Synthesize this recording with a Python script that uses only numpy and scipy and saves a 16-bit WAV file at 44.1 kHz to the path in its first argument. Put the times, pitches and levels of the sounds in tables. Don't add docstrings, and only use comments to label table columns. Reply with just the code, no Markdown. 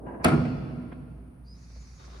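import sys
import numpy as np
from scipy import signal
from scipy.fft import rfft, irfft, next_fast_len
from scipy.io import wavfile
from scipy.ndimage import map_coordinates

SR = 44100
rng = np.random.default_rng(int(sys.argv[2]) if len(sys.argv) > 2 else 0)


def unload_wav(signal):
    wavfile.write(
        sys.argv[1],
        SR,
        np.round(np.clip(np.atleast_2d(signal).T, -1, 1) * 32767).astype(np.int16),
    )


N = 97020


def amp(db):
    return 10 ** (np.asarray(db) / 20)


def unit(x):
    return x / np.sqrt(np.mean(x ** 2) + 1e-20)


def along(points, hz):
    freqs, values = np.transpose(points)
    return np.interp(np.log(hz + 1), np.log(freqs + 1), values)


def curves(rows):
    times, *columns = np.transpose(rows)
    return [np.interp(np.arange(N) / SR, times, column) for column in columns]


def wobble(rate):
    return map_coordinates(rng.standard_normal(N // 20), [np.arange(N) * rate / SR + 2], mode="wrap")


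def filtered(x, response):
    size = next_fast_len(N + SR // 2)
    return irfft(rfft(x, size) * response(np.fft.rfftfreq(size, 1 / SR)), size)[..., :N]


def dying(x, t60s):
    hz, t, bins = signal.stft(x, SR, nperseg=256)
    decay = amp(-60 * t / along(t60s, hz)[:, None])
    return signal.istft(bins * decay, SR, nperseg=256)[1][:, :N]


def hit(db, attack_s, t60):
    t = np.arange(N) / SR
    return amp(db - 60 * t / t60) * (1 - np.exp(-t / attack_s))


def add(out, s, x):
    start = round(s * SR)
    out[:, start:] += x[:, :N - start]


# frequency in Hz, left-right correlation.
STEREO_IMAGE = [(60, 0.9), (200, 0.99), (380, 0.4), (700, 0.4), (1300, 0.011), (2400, -0.1), (4400, 0.29),
                (10000, -0.29)]

def stereo_angle(hz):
    return np.arccos(np.clip(along(STEREO_IMAGE, hz), -1, 1)) / 2


def noise(spectrum, peaks=()):
    def response(hz):
        angle = stereo_angle(hz)
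        bells_db = sum(boost / (1 + (2 * (hz - centre) / width) ** 2) for centre, width, boost in peaks)
        return amp(along(spectrum, hz) + bells_db) * [np.cos(angle), np.sin(angle)]
    mid, side = filtered(rng.standard_normal((2, N + SR // 2)), response)
    return unit(np.array([mid + side, mid - side]))


# frequency in Hz, relative level in dB.
RUMBLE_EQ = [(20, -12.5), (40, -9), (58, 8), (85, 2.5), (160, 2.5), (250, -10.5), (400, -20), (800, -19.5),
             (1600, -27.5), (3000, -38), (6000, -65), (16000, -59)]
WHIR_EQ = [(5000, -17.5), (7300, -34), (8500, -5), (9900, 3.5), (10700, -5.5), (12000, -40), (13500, -8),
           (15000, -10), (15700, -25)]
# centre in Hz, width in Hz, boost in dB.
RUMBLE_PEAKS = [(59.4, 23, 2.5)]

def background(hum_hz=58.8, hum_db=-48.5, waver_db=1.8, drift_rad=0.43, rumble_db=-52, whir_db=-75):
    tone = unit(np.sin(2 * np.pi * hum_hz * np.arange(N) / SR + drift_rad * wobble(4.1)))
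    hum = amp(hum_db + waver_db * wobble(14)) * tone
    return hum + amp(rumble_db) * noise(RUMBLE_EQ, RUMBLE_PEAKS) + amp(whir_db) * noise(WHIR_EQ)


def reverb(x, t60s, levels, build_s):
    t = np.arange(N) / SR
    white = noise([(20, 0), (20000, 0)])
    tail = dying(white, t60s) * (1 - np.exp(-t / build_s))
    tail = filtered(tail / np.linalg.norm(tail[0]), lambda hz: amp(along(levels, hz)))
    return signal.fftconvolve(x[:1], tail, axes=1)[:, :N]


# frequency in Hz, seconds to fall 60 dB.
HOUSING_DECAY = [(100, 0.51), (300, 0.25), (1000, 0.43), (3000, 0.12), (9000, .35), (15000, 0.28)]
WORKSHOP_DECAY = [(60, 1.4), (150, 2.2), (300, 2.59), (700, 2.01), (2000, 1.96), (4500, 1.555),
                  (7000, 1.21), (10000, 0.88), (15000, 0.46)]
# frequency in Hz, gain in dB.
HOUSING_EQ = [(60, -18), (150, -4.5), (300, -8), (700, -6), (2000, -12), (3700, -4.5), (5200, -13),
              (10000, -12), (15000, -23.5)]
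WORKSHOP_EQ = [(60, -7.5), (140, -6), (300, -11.5), (700, -14), (2000, -17.5), (3700, -15.5), (5200, -12.5),
               (10000, -27.5), (15000, -34)]

def reflections(stroke, air, air_send_db=-8):
    housing = reverb(stroke, HOUSING_DECAY, HOUSING_EQ, build_s=0.01)
    workshop = reverb(stroke + amp(air_send_db) * air, WORKSHOP_DECAY, WORKSHOP_EQ, build_s=0.029)
    return housing + workshop


# frequency in Hz, relative level in dB.
RUB_EQ = [(100, 2), (350, -1.5), (600, -1.5), (850, -8), (1250, 3), (1800, -7.5), (2700, -13), (4000, -10),
          (7000, -21), (10000, -37), (14000, -37.5)]
TAP_EQ = [(80, -41), (200, -4), (400, -3), (800, -10), (1500, -22), (3000, -37), (8000, -58.5)]
# centre in Hz, width in Hz, boost in dB.
RUB_PEAKS = [(384, 110, 7.3), (1070, 56, 2.9), (1990, 99, 4.8), (2610, 70, 4.4), (3706, 100, 9.7)]
# time in seconds, level in dB.
RUB_FADER = [(1.4, -85.5), (1.6, -71), (1.78, -68), (1.975, -66), (2.01, -56.5), (2.1, -55), (2.2, -53.5)]
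# start in seconds, level in dB.
TAP_CUES = [(1.759, -53.5), (2.004, -55.5), (2.079, -50), (2.144, -47.5)]

def slide_back(flutter_db=1.2, grain_db=2.2):
    rub_db = curves(RUB_FADER)[0] + flutter_db * wobble(40) + grain_db * wobble(300)
    out = amp(rub_db) * noise(RUB_EQ, RUB_PEAKS)
    for s, db in TAP_CUES:
        add(out, s, hit(db, attack_s=0.00055, t60=0.092) * noise(TAP_EQ))
    return out


def air_tone(hz, waver_hz=30, rasp_db=2):
    phase = 2 * np.pi * np.cumsum(hz + waver_hz * wobble(400)) / SR
    return unit(np.sin(phase) * amp(rasp_db * wobble(250)))


# time in seconds, pitch in Hz, level in dB, roughness from 0 to 1.
WHISTLE_PATH = [(1.445, 4600, -82, .95), (1.456, 4650, -71, .8), (1.468, 4720, -66, .6),
                (1.48, 4820, -61, .4), (1.493, 4930, -63, .15), (1.517, 4994, -57, .03),
                (1.55, 5067, -64, .08), (1.59, 5075, -83, .4)]
# peak time in seconds, pitch in Hz, level in dB.
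CHIRP_CUES = [(1.51, 8700, -77), (1.56, 3900, -73), (1.585, 6800, -73), (1.625, 6280, -70)]

def valve_whistle(rasp_spread_hz=200, chirp_s=0.01):
    t = np.arange(N) / SR
    pitch, level_db, rough = curves(WHISTLE_PATH)
    turbulence = unit(filtered(rng.standard_normal(N), lambda hz: 1 / (1 + (hz / rasp_spread_hz) ** 2)))
    voice = np.sqrt(1 - rough) * air_tone(pitch) + np.sqrt(rough) * turbulence * air_tone(pitch)
    gate = (t > WHISTLE_PATH[0][0]) & (t < WHISTLE_PATH[-1][0])
    chirps = sum(amp(db) * np.exp(-((t - s) / chirp_s) ** 2) * air_tone(hz) for s, hz, db in CHIRP_CUES)
    return amp(level_db) * voice * gate + chirps


# frequency in Hz, relative level in dB.
HISS_EQ = [(1000, -8.5), (2400, 6.5), (3300, -22), (4200, 5), (4900, 4.5), (6200, 5), (7000, -5.5),
           (8000, -11), (10000, -35.5), (15000, -45)]
# centre in Hz, width in Hz, boost in dB.
HISS_PEAKS = [(4680, 61, 4.1), (5130, 120, 2.5), (5800, 220, 2.7), (6430, 79, 4.3), (6850, 38, 2.1),
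              (7950, 240, 8.8)]
# time in seconds, level in dB.
HISS_FADER = [(1.425, -92.5), (1.455, -82), (1.55, -70.5), (1.65, -63.5), (1.8, -63), (2.0, -63),
              (2.2, -64)]
# pitch in Hz, level in dB relative to the hiss.
HISS_WHISTLES = [(4700, -13), (5150, -15), (5900, -13), (6300, -11), (6750, -12)]

def valve_hiss(wander_hz=110, swing_db=5, swings_per_s=28, flutter_db=1.3):
    singing = np.zeros(N)
    for hz, db in HISS_WHISTLES:
        tone = air_tone(hz + wander_hz * wobble(swings_per_s))
        singing += amp(db) * unit(tone * amp(swing_db * wobble(swings_per_s)))
    level_db = curves(HISS_FADER)[0] + flutter_db * wobble(45.18)
    return amp(level_db) * (noise(HISS_EQ, HISS_PEAKS) + singing)


# frequency in Hz, relative level in dB.
CLACK_EQ = [(100, -15), (400, -4), (750, 8), (1100, 1), (1600, 2), (2600, -7), (3600, -19), (6000, -46),
            (12000, -56)]
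# start in seconds, level in dB.
CLACK_CUES = [(0.9175, -45), (0.9222, -41.5), (0.9268, -42.5)]

def clack():
    out = np.zeros((2, N))
    for s, db in CLACK_CUES:
        add(out, s, hit(db, attack_s=0.0007, t60=0.035) * noise(CLACK_EQ))
    return out


# frequency in Hz, relative level in dB.
RUSH_EQ = [(50, -32), (110, 5), (300, 4.5), (600, -2), (1000, -13.5), (1600, -27.5), (3000, -69.5),
           (6000, -62.5)]
SCRAPE_EQ = [(300, -47), (700, 15), (1000, 2), (1700, -4), (2700, -15.5), (3500, -37), (6000, -49)]
# centre in Hz, width in Hz, boost in dB.
BAR_PEAKS = [(721, 27, 2.6), (985, 49, 18), (1280, 27, 2.4), (1616, 97, 10.6), (1990, 58, 4.6),
             (2900, 74, 9.7)]
# time in seconds, level in dB.
RUSH_FADER = [(0, -46), (.06, -39), (.15, -38.5), (.24, -41.5), (.3, -72)]
SCRAPE_FADER = [(.03, -85.5), (.07, -43), (.095, -43.5), (.125, -48), (.15, -45.5), (.185, -53.5),
                (.22, -41), (.245, -50), (.28, -72.5)]

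def drive(flutter_db=0.5):
    rush = amp(curves(RUSH_FADER)[0]) * noise(RUSH_EQ)
    scrape = amp(curves(SCRAPE_FADER)[0] + flutter_db * wobble(110)) * noise(SCRAPE_EQ, BAR_PEAKS)
    gate = np.arange(N) / SR < RUSH_FADER[-1][0]
    return (rush + scrape) * gate


# frequency in Hz, relative level in dB.
PANEL_EQ = [(150, -26), (450, 6), (700, 8), (900, 3), (1400, -6.5), (1800, -2.5), (2500, -5.5), (3700, -17),
            (5000, -22.5), (7000, -33), (8500, -21.5), (10500, -33), (12000, -54.5), (15000, -41)]
# centre in Hz, width in Hz, boost in dB.
PANEL_RESONANCES = [(730, 93, 4.5), (1030, 77, 0), (1336, 240, 9.5), (1350, 28, 8), (2213, 300, 5),
                    (4360, 90, 3)]

def panel_noise():
    return noise(PANEL_EQ, PANEL_RESONANCES)


def rattle(count=70, per_s=240, base_db=-33.5, spread_db=6, fall_db_per_s=75, t60=0.012, attack_s=0.00031):
    t = np.arange(N // 10) / SR
    jitter, force = rng.random((count, 2)).T
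    delays_s = (np.arange(count) + jitter) / per_s
    gains = amp(spread_db * (2 * force - 0.5) - fall_db_per_s * delays_s)
    starts = ((BLOW_CUES[2][0] + delays_s) * SR).astype(int)
    contacts = np.bincount(starts, gains, N)[:N]
    contact_shape = amp(-60 * t / t60) * (1 - np.exp(-t / attack_s)) ** 2
    envelope = signal.fftconvolve(contacts, contact_shape)[:N]
    return amp(base_db) * envelope * panel_noise()


# pitch in Hz, relative level in dB, seconds to fall 60 dB.
FRAME_MODES = [(76, -11, .8), (129, -4, 1.4), (160, -3, .5), (184, -7, 1.2), (242, -10, 1.0),
               (255, -5, .55), (325, -6, .55), (387, -8, .55), (508, -10, .6), (560, -10, .35),
               (658, -5, .45), (730, -6, .28), (991, -9, .4), (1160, -13, .3), (1277, -7, .22),
               (1404, -7, .28), (2300, -16, .2), (4387, -21, .25)]
# frequency in Hz, seconds to fall 60 dB.
CLANK_DECAY = [(150, 0.25), (700, 0.068), (2000, 0.11), (5000, 0.15), (10000, .07)]
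# frequency in Hz, relative level in dB.
THUD_EQ = [(30, -40.5), (70, -14.5), (100, -7.5), (150, -3), (260, -4), (400, -9.5), (700, -33.5),
           (1500, -26.5), (4000, -79)]
# start in seconds, clank in dB, thud in dB, thud pitch in Hz, ring in dB.
BLOW_CUES = [(.245, -21, -26, 250, -31), (0.2494, -18, -16, 250, -25.5), (0.2534, -18.5, -17, 250, -35),
             (.276, -29, -21, 170, -38), (.283, -23, -21, 76, -31), (.317, -31, -17.5, 140, -36),
             (.326, -36, -18, 160, -40), (.336, -36, -28, 160, -42), (.393, -40.5, -34.5, 180, -41),
             (0.451, -35.5, -33, 130, -46)]

def frame(boom_db=-4, waver_rad=0.9, attack_s=0.0005):
    t = np.arange(N) / SR
    out, ring = np.zeros((2, N)), np.zeros((2, N))
    for hz, db, t60 in FRAME_MODES:
        spread = stereo_angle(hz) * np.array([[1], [-1]])
        waver = waver_rad * wobble(25)
        ring += amp(db - 60 * t / t60) * np.sin(2 * np.pi * hz * t + spread + waver)
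    for s, clank_db, thud_db, thud_hz, ring_db in BLOW_CUES:
        clank = amp(clank_db) * dying(panel_noise(), CLANK_DECAY)
        body = noise(THUD_EQ) + amp(boom_db) * np.sin(2 * np.pi * thud_hz * t)
        thud = hit(thud_db, attack_s=0.0051, t60=0.13) * body
        add(out, s, (clank + thud + amp(ring_db) * ring) * (1 - np.exp(-t / attack_s)))
    return out


# frequency in Hz, relative level in dB.
SHEAR_EQ = [(800, -19), (2300, 2.5), (3200, -25.5), (5000, -11), (7000, -18.5), (10000, -23.5),
            (15000, -34.5)]
SNAP_EQ = [(300, -22), (750, 9), (1100, -3.5), (1600, 8), (2800, 3), (5000, -8.5), (7000, -12.5),
           (8500, -8.5), (10000, -2.5), (11500, -17), (13500, -16), (16000, -19.5)]
# start in seconds, level in dB.
SNAP_CUES = [(0.2431, -27), (0.2450, -17), (0.2461, -8.5), (0.2477, -16), (.283, -28)]

def blade(shear_db=-31.5, slope_db_per_s=2298.5, left_delay_s=0.000218):
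    from_bite_s = np.abs(np.arange(N) / SR - SNAP_CUES[1][0])
    out = noise(SHEAR_EQ) * amp(shear_db - slope_db_per_s * from_bite_s)
    delays_s = np.array([[left_delay_s], [0]])
    for s, db in SNAP_CUES:
        snap = hit(db, attack_s=0.0003, t60=0.012) * noise(SNAP_EQ)[0]
        add(out, s, filtered(snap, lambda hz: np.exp(-2j * np.pi * hz * delays_s)))
    return out


def scene():
    stroke = blade() + frame() + rattle() + clack()
    air = valve_whistle() + valve_hiss()
    return stroke + reflections(stroke, air) + drive() + air + slide_back() + background()


def record(dry, low_cut_hz=32, top_hz=15700):
    # frequency in Hz, left level over right in dB.
    balance = [(60, -1), (170, -2.24), (360, -2.0), (650, 1.0),
               (1300, 2.0), (2600, -0.6), (5500, -1.2), (10000, -0.3)]
    sides = np.array([[0.5], [-0.5]])
    trimmed = signal.sosfilt(signal.butter(2, low_cut_hz, "highpass", fs=SR, output="sos"), dry)
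    return filtered(trimmed, lambda hz: amp(along(balance, hz) * sides) * (hz < top_hz))


dry = scene()
out = record(dry)
unload_wav(out)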